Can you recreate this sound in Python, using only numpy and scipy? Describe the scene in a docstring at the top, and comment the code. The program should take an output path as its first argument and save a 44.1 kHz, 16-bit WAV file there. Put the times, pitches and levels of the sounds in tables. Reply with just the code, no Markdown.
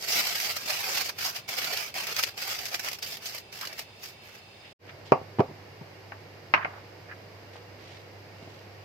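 """Aluminium foil crinkles in short squeezes as two hands press it round a glass baking dish.
Each crinkle is a crowd of tiny buckles that shiver through the sheet. After a brief silence the dish
knocks down on a stone counter and settles, then a china bowl is put beside it and nudged.
The small hard kitchen echoes, and an appliance, probably the fridge, hums behind it all."""
import sys
import numpy as np
from scipy import signal
from scipy.fft import rfft, irfft, next_fast_len
from scipy.io import wavfile
from scipy.ndimage import uniform_filter1d, minimum_filter1d, map_coordinates

SR = 44100
rng = np.random.default_rng(int(sys.argv[2]) if len(sys.argv) > 2 else 0)


def file_out(sig):
    """Save sig as 16-bit WAV at sys.argv[1]."""
    # one column per channel
    cols = np.atleast_2d(sig).T
    # limit, then scale
    lim = np.clip(cols, -1, 1)
    pcm = np.round(lim * 32767).astype(np.int16)
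    wavfile.write(sys.argv[1], SR, pcm)


N = 389844


def crinkle(thinning_s=2.4, end_s=4.7, scatter_db=2.0, clump_db=2.1, flex_db=1.5, count=10000):
    """Tiny buckles come in clumps, ever sparser as the loose foil is used up."""
    times = -thinning_s * np.log(1 - rng.uniform(size=count) * (1 - np.exp(-end_s / thinning_s)))
    sizes = amp(scatter_db * np.minimum(rng.exponential(size=count), 3.5))
    sizes *= np.exp(times / thinning_s / 2)  # fewer buckles share the same work
    crackle = sheet(buckles(times, sizes) * amp(clump_db * wobble(110)))
    below = lambda hz, edge: 1 / (1 + (hz / edge) ** 12)
    band = lambda response: unit(filtered(crackle, response)) * np.sqrt(end_s * SR / N)
    # Small creases tick high, flat facets fill the middle, broad panels crackle low.
    creases = band(lambda hz: 1 - below(hz, 2830)) * pressure(body_share=0)
    facets = band(lambda hz: below(hz, 3070) - below(hz, 1150)) * pressure(body_share=0.76)
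    panels = band(lambda hz: below(hz, 1500)) * pressure(body_share=1)
    panels *= amp(flex_db * wobble(24.97))
    return amp(-0.5) * creases + amp(-5.5) * facets + amp(-11.5) * panels


# The hands mould the foil to the dish. Each row: start in seconds, end in seconds, level in dB,
# body in dB (how much broad sheet moves, which adds low crackle).
HAND_GRIPS = [(0.03, 0.045, -38, -1.5), (0.074, 0.52, -30.5, -2), (0.541, 0.68, -40, 1.5),
              (0.7, 1.014, -32.5, -0.5), (1.045, 1.064, -33.5, -3.5), (1.167, 1.19, -47.5, 2),
              (1.187, 1.29, -35, 1.5), (1.483, 1.574, -35.5, -1), (1.574, 1.832, -34, 2.5),
              (1.83, 1.891, -41, 1), (1.946, 2.05, -36, 2.5), (2.066, 2.29, -39.5, -0.5),
              (2.375, 2.696, -39.5, -0.5), (2.716, 2.95, -45, -2), (3.023, 3.146, -37, -3.5),
              (3.262, 3.376, -42.5, 0), (3.526, 3.66, -40.5, -1), (3.697, 3.726, -52, 11.5),
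              (4.018, 4.107, -46, -4), (4.22, 4.383, -57, 6)]
# A finger crushes a patch. Each row: loudest moment in seconds, length in seconds, level in dB,
# body in dB.
FINGER_CRUSHES = [(0.122, 0.18, -30.5, -4), (0.196, 0.12, -25.5, 0.5), (0.568, .03, -30, 0.5),
                  (0.706, 0.067, -25.5, -2), (0.97, 0.12, -26, -1), (1.097, 0.023, -32.5, 4.5),
                  (1.267, 0.072, -24.5, -3.5), (1.365, 0.052, -31.5, 3.5), (2.088, 0.053, -32.5, 2.5),
                  (2.195, 0.038, -25.5, 2.5), (2.238, 0.022, -24, -2.5), (2.421, 0.059, -30, 3),
                  (2.51, 0.11, -30.5, -1), (2.747, 0.043, -28.5, 1), (2.87, 0.041, -30.5, 1.5),
                  (3.235, 0.046, -42.5, 1), (3.268, 0.03, -31, -17), (3.381, 0.022, -37.5, 1),
                  (3.798, 0.058, -36.5, 2), (4.043, 0.074, -43.5, 0), (4.355, 0.035, -50.5, 5)]


def pressure(body_share, close_s=0.016, sag_db_per_s=2, release_db_per_s=442, crush_edge_db=11.5):
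    """How hard the foil is worked: a grip closes, sags and lets go; a crush swells and fades."""
    t, power = clock(), np.zeros(N)
    for start, end, db, body_db in HAND_GRIPS:
        near = slice(int(max(start - close_s, 0) * SR), int((end + .25) * SR))
        age, since_end = t[near] - start, np.maximum(t[near] - end, 0)
        closing = np.clip(age / close_s + .5, 0, 1)
        drop_db = sag_db_per_s * age + release_db_per_s * since_end  # moulded foil gives less
        power[near] += (closing * amp(db + body_share * body_db - drop_db)) ** 2
    for crest, length, db, body_db in FINGER_CRUSHES:
        near = slice(int(max(crest - 2 * length, 0) * SR), int((crest + 2 * length) * SR))
        drop_db = crush_edge_db * np.abs(t[near] - crest) / (length / 2)
        power[near] += amp(db + body_share * body_db - drop_db) ** 2
    return np.sqrt(power)


# Folds that give way all at once. 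Each row: start in seconds, relative level in dB.
FOLD_SNAPS = [(0.024, -24), (0.103, -20.5), (0.354, -20), (0.400, -18.5), (0.703, -29.5), (0.98, -26),
              (1.017, -21), (1.092, -23), (1.489, -21.5), (1.583, -19.5), (1.642, -17.5), (1.773, -20),
              (1.941, -26), (2.068, -23), (2.164, -16.5), (2.187, -20), (2.377, -27), (2.587, -22.5),
              (2.655, -21.5), (2.794, -19.5), (2.845, -22.5), (2.886, -18.5), (2.914, -23.5),
              (2.930, -21.5), (2.986, -30), (3.026, -24.5), (3.169, -29), (3.257, -23.5), (3.347, -24.5),
              (3.382, -27.5), (3.526, -33.5), (3.611, -23), (3.652, -25.5), (3.672, -24), (3.728, -29.5),
              (3.792, -23)]


def snaps(run_s=0.003, scatter_db=3, boost_db=27, count=16):
    """A fold gives way in a quick run of buckles that weaken as it goes."""
    start, db = np.transpose(FOLD_SNAPS)[:2, :, None]
    delay = rng.exponential(size=(len(start), count))
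    sizes = amp(scatter_db * rng.standard_normal(delay.shape)) * np.exp(-delay / 4)
    sizes *= amp(db + boost_db) / np.linalg.norm(sizes, axis=1, keepdims=True)
    clicks = buckles((start + run_s * delay).ravel(), sizes.ravel())
    return sheet(clicks, snap_t60=0.011, ring_t60=0.12, ring_db=-11.5, shapes=150)


def buckles(times, sizes, spread_s=.00012, lean_db=3):
    """Each buckle clicks from its own spot, so it reaches the two ears at its own time and level."""
    lag, lean, flip = rng.standard_normal((len(times), 3)).T
    ears = []
    for side in (0.93, -1):
        arrival = np.clip((times + side * spread_s * lag) * SR, 0, N - 1).astype(int)
        heights = np.sign(flip) * sizes * amp(side * lean_db * lean / 2)
        ears.append(np.bincount(arrival, heights, N))
    return np.array(ears)


# The tone of the foil. Each row: frequency in Hz, relative level in dB.
FOIL_TONE = [(30, -63), (90, -22.5), (200, -20), (300, -18.5), (730, -5), (1050, -12), (1400, -11),
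             (2250, -1.5), (3700, -8), (5000, 0), (7500, -12.5), (9700, -18.5), (13600, -8.5), (15800, -19)]
# Which side the foil is louder on. Each row: frequency in Hz, left minus right in dB.
FOIL_BALANCE = [(60, -8), (110, 6), (200, -4.5), (380, 0), (700, -1), (1290, 0), (2380, -1), (4400, -2),
                (8120, 3), (15000, -1.0)]


def sheet(clicks, snap_t60=0.021, ring_t60=0.14, ring_db=-10, shapes=170):
    """Each click becomes a short burst that shivers on through a sheet that keeps changing shape."""
    out, grain = np.zeros((2, N)), stereo_noise(N)
    for part in np.array_split(np.arange(N), shapes):
        if not clicks[:, part].any():
            continue
        t = np.arange(len(part)) / SR
        burst = grain[:, part] * (fade(t, snap_t60) + amp(ring_db) * fade(t, ring_t60))
        burst /= np.linalg.norm(burst)
        add(out, part[0] / SR, signal.fftconvolve(clicks[:, part], burst, axes=1))
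    return filtered(out, lambda hz: amp(along(FOIL_TONE, hz)) * pan(-along(FOIL_BALANCE, hz)))


# The dish meets the counter. Each row: start in seconds, level in dB, brightness in Hz.
DISH_HITS = [(5.120, -11.5, 956), (5.386, -31, 500), (5.394, -18, 325), (5.404, -19, 754),
             (5.510, -45, 400), (5.812, -41, 250), (8.425, -49.5, 199), (8.475, -49, 500)]
# The tone of its knock. Each row: frequency in Hz, relative level in dB.
DISH_TONE = [(25, -46), (60, -30), (135, -1), (420, 0), (900, 5.5), (1200, 2.5), (1550, -9), (2700, 1),
             (3500, -21.5), (5000, -2), (9700, -25.5), (14000, -20)]
# The notes it rings with. Each row: pitch in Hz, relative level in dB, seconds to fade by 60 dB.
DISH_NOTES = [(150, -6, .12), (400, 10, 0.06), (524, -3, 0.17), (645, 4, 0.13), (670, 4, 0.12),
              (752, 2, 0.17), (770, -2, 0.19), (890, -1, 0.15), (1180, -10, 0.16), (1143, 1, 0.18),
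              (2120, -7, 0.17)]


def glass_dish():
    """The glass dish lands on the stone with a dull knock and settles."""
    return knocks(DISH_HITS, DISH_TONE, DISH_NOTES, crack_t60=0.031, clatter_t60=0.17,
                  clatter_db=-13.5, thump_hz=308, thump_db=1.5, ring_db=-7.5)


# The bowl meets the counter. Each row: start in seconds, level in dB, brightness in Hz.
BOWL_HITS = [(6.120, -40, 1830), (6.538, -12, 3700), (6.548, -34.5, 2000), (6.577, -31, 1970),
             (6.647, -29, 2290), (6.654, -32.5, 1200), (7.556, -49, 650)]
# The tone of its knock. Each row: frequency in Hz, relative level in dB.
BOWL_TONE = [(40, -38), (150, -22), (500, -12), (850, -0.5), (1500, -2.5), (2200, 1), (2750, -4),
             (3300, -18.5), (5500, -19.5), (7200, -39), (10000, -47), (14000, -23)]
# The notes it rings with. Each row: pitch in Hz, relative level in dB, seconds to fade by 60 dB.
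BOWL_NOTES = [(827, -30, .25), (920, -3, .3), (1066, -17, .3), (1210, -9, .2), (1460, -44, .2),
              (1570, 24, 0.057), (2060, -4, 0.14), (2590, -18, .2), (2890, -11, .16)]


def china_bowl():
    """The china bowl meets the stone with one bright clack and several light taps."""
    return knocks(BOWL_HITS, BOWL_TONE, BOWL_NOTES, crack_t60=0.03, clatter_t60=0.08,
                  clatter_db=-18, thump_hz=350, thump_db=2.5, ring_db=-14.5)


def knocks(hits, tone, notes, crack_t60, clatter_t60, clatter_db, thump_hz, thump_db, ring_db):
    """A low thump, a crack trailing into clatter, and a faint ring; a softer contact cuts the treble."""
    out, t = np.zeros((2, N)), np.arange(SR // 2) / SR
    unit_energy = lambda x: x / np.sqrt(np.sum(x ** 2) / 2)
    low_pass = lambda f, edge: 1 / np.hypot(1, (f / edge) ** 2)
    bass_cut = lambda f: f ** 2 / (f ** 2 + 110 ** 2)  # the ringing notes carry no deep bass
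    hz, note_db, t60 = np.transpose(notes)[:, :, None]
    thump = amp(thump_db) * struck(np.array([t == 0], float), lambda f: low_pass(f, thump_hz))
    crack_fade = fade(t, crack_t60) + amp(clatter_db) * fade(t, clatter_t60)
    for start, db, bright_hz in hits:
        crack = unit_energy(stereo_noise(len(t)) * crack_fade)
        crack = struck(crack, lambda f: f / np.hypot(f, thump_hz))
        blow = unit_energy(struck(thump + crack, lambda f: amp(along(tone, f)) * low_pass(f, bright_hz)))
        waves = amp(note_db) * low_pass(hz, bright_hz) * fade(t, t60) * np.sin(2 * np.pi * hz * t)
        ring = amp(rng.normal(0, 2.5, (2, len(hz)))) @ waves  # each ear gets its own mix of notes
        ring = unit_energy(struck(ring, bass_cut))
        add(out, start, amp(db) * np.sqrt(SR / 60) * (blow + amp(ring_db) * ring))
    return out


# Short scrapes. Each row: start in seconds, length in seconds, level in dB, middle pitch in Hz,
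# width in octaves.
SCRAPES = [(3.597, 0.077, -42.5, 1400, 0.39), (4.617, 0.087, -52.5, 2400, 0.43),
           (4.876, 0.038, -47, 1960, 0.7), (5.048, 0.068, -51, 3000, 0.65), (5.384, .033, -37, 1600, 0.79),
           (6.603, 0.046, -37, 1570, 0.51), (6.67, 0.15, -46.5, 1030, 0.71),
           (7.08, 0.065, -43.5, 1670, 0.39), (7.522, 0.077, -52.5, 2370, 0.86),
           (7.755, 0.31, -53.5, 2750, 0.75), (8.296, 0.39, -60, 3000, 0.76)]


def scrapes(grit_db=3):
    """Hands and crockery rub over foil and stone: a gritty hiss that swells and fades."""
    out, grit = np.zeros((2, N)), amp(grit_db * wobble(190))
    for start, length, db, centre_hz, octaves in SCRAPES:
        n = int(length * SR)
        rub = filtered(stereo_noise(n), lambda hz: bell(np.log2((hz + 1) / centre_hz), octaves))
        add(out, start, amp(db) * unit(rub) * np.sin(np.pi * np.arange(n) / n))
    return out * grit


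# How long the kitchen echoes. Each row: frequency in Hz, seconds to fade by 60 dB.
ECHO_TIMES = [(150, 0.23), (900, 0.29), (2500, 0.14), (6000, 0.17), (14000, 0.072)]


def kitchen_echo(x, stretches=14):
    """The hard walls return a wash of sound that changes as hands and things move."""
    out = np.zeros((2, N))
    for part in np.array_split(np.arange(N), stretches):
        hz, t, bands = signal.stft(stereo_noise(SR // 3), SR, nperseg=256)
        tail = signal.istft(bands * fade(t, along(ECHO_TIMES, hz)[:, None]), SR, nperseg=256)[1]
        tail /= np.linalg.norm(tail[0])
        add(out, part[0] / SR, signal.fftconvolve(x[:, part], tail, axes=1))
    return out


# Room noise before and after the silence. Each row: frequency in Hz, relative level in dB.
RUSH_BEFORE = [(15, -68), (25, -27), (70, -7.5), (102, 1.5), (211, -6), (283, -10), (352, -4.5),
               (402, -3.5), (833, -5.5), (980, -9.5), (1390, -13.5), (2660, -8), (8480, -27.5),
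               (13400, -32.5), (15800, -34)]
RUSH_AFTER = [(25, -26), (60, -19), (85, -8.5), (140, -6.5), (240, -14.5), (360, -7.5), (650, -9),
              (1250, -18), (2200, -16), (3500, -25.5), (4900, -22.5), (7600, -38.5), (9800, -44.5),
              (13500, -34), (15800, -52)]
# The appliance's tones before and after it. Each row: pitch in Hz, relative level in dB.
WHINE_BEFORE = [(97, -72.5), (400, -69), (2261, -69), (2654, -63.5), (2900, -79), (3644, -67), (4250, -70),
                (4930, -65)]
WHINE_AFTER = [(146, -70.5), (485, -68), (1877, -75), (2196, -73.5), (2811, -72.5), (4899, -73)]


def background(hum_hz=100, hum_db=-54):
    """The scene breaks off in a moment of silence; a different room noise follows, now with a mains hum."""
    t = clock()
    hum_level = amp(hum_db + 0.35 * wobble(2.9)) * np.sqrt(2)
    hum = hum_level * np.sin(2 * np.pi * hum_hz * t + .15 * wobble(4.6))
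    before = room_noise(RUSH_BEFORE, WHINE_BEFORE, rush_db=-52, whine_boost_db=2.0, fuzz=0.0092)
    after = room_noise(RUSH_AFTER, WHINE_AFTER, rush_db=-49, whine_boost_db=3.5, fuzz=0.0058) + hum
    return before * np.interp(t, [4.726, 4.732], [1, 0]) + after * np.interp(t, [4.79, 4.87], [0, 1])


def room_noise(spectrum, tones, rush_db, whine_boost_db, fuzz):
    """A steady rush with an appliance's whine; fuzz is each tone's width as a share of its pitch."""
    rush = unit(filtered(stereo_noise(N), lambda hz: amp(along(spectrum, hz))))
    peak = lambda hz, pitch: bell(hz - pitch, fuzz * pitch) / (fuzz * pitch * np.sqrt(2 * np.pi))
    power = lambda hz: sum(amp(db) ** 2 * peak(hz, pitch) for pitch, db in tones)
    whine = filtered(stereo_noise(N), lambda hz: np.sqrt(power(hz) * SR / 2))
    return amp(rush_db) * rush + amp(whine_boost_db) * whine


# How alike left and right sound. 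Each row: frequency in Hz, likeness from 0 (unrelated) to 1 (same).
EAR_LIKENESS = [(60, 1), (180, 0.92), (550, 0.58), (1650, 0.018), (4970, 0.02), (15000, 0.01)]


def stereo_noise(n):
    """Noise from all around: left and right are alike in the bass and unrelated in the treble."""
    angle = lambda hz: np.arccos(np.clip(along(EAR_LIKENESS, hz), 0, 1)) / 2
    shares = lambda hz: np.array([np.cos(angle(hz)), np.sin(angle(hz))])
    mid, side = filtered(rng.standard_normal((2, n)), shares)
    return np.array([mid + side, mid - side])


def amp(db):
    """Turn dB into a number to multiply by."""
    return 10 ** (np.asarray(db) / 20)


def fade(t, t60):
    """Die away by 60 dB every t60 seconds."""
    return amp(-60 * t / t60)


def bell(distance, width):
    """A smooth hump, highest at distance zero."""
    return np.exp(-(distance / width) ** 2 / 2)


def pan(right_db):
    """Left and right gains, with the right louder by right_db."""
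    return amp(right_db * np.array([[-.5], [.5]]))


def unit(x):
    """Scale to an average power of one."""
    return x / np.sqrt(np.mean(x ** 2) + 1e-20)


def clock():
    """The time of every sample in seconds."""
    return np.arange(N) / SR


def along(points, hz):
    """Read between (Hz, value) rows on a scale of octaves."""
    f, v = np.transpose(points)
    return np.interp(np.log(hz + 1), np.log(f + 1), v)


def wobble(rate):
    """A smooth curve through rate random points a second."""
    return map_coordinates(rng.standard_normal(int(N * rate / SR) + 4), [clock() * rate])


def filtered(x, response):
    """Turn each frequency of x up or down by response(hz)."""
    n = x.shape[-1]
    m = next_fast_len(n + SR // 4)
    return irfft(rfft(x, m) * response(np.fft.rfftfreq(m, 1 / SR)), m)[..., :n]


def struck(x, response, size=8192):
    """Filter x so that nothing sounds before the blow."""
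    cepstrum = irfft(np.log(response(np.fft.rfftfreq(size, 1 / SR)) + 1e-6))
    cepstrum[1:size // 2] *= 2  # move the filter's early half over to its late half
    cepstrum[size // 2 + 1:] = 0
    impulse = irfft(np.exp(rfft(cepstrum)))
    return signal.fftconvolve(x, impulse[None], axes=1)[:, :x.shape[1]]


def add(track, s, sound):
    """Mix a stereo sound in at s seconds."""
    start = max(round(s * SR), 0)
    track[:, start:start + sound.shape[1]] += sound[:, :N - start]


def scene():
    """Foil, dish and bowl share one room and lean a little to either side."""
    foil = crinkle() + snaps()
    dish, bowl = glass_dish(), china_bowl()
    room = kitchen_echo(amp(-22.5) * foil + amp(-25.5) * dish + amp(-10) * bowl)
    return (foil + dish + room) * pan(1.0) + bowl * pan(-0.67) + (scrapes() + background()) * pan(1.96)


def record(dry, ceiling=.85, top_hz=15830):
    """A limiter briefly turns down the hardest knocks, and the highest treble is cut off."""
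    needed = np.minimum(1, ceiling / (np.abs(dry).max(axis=0) + 1e-9))
    gain = uniform_filter1d(minimum_filter1d(needed, size=181), size=181)
    return filtered(dry * gain, lambda hz: hz < top_hz)


dry = scene()
out = record(dry)
file_out(out)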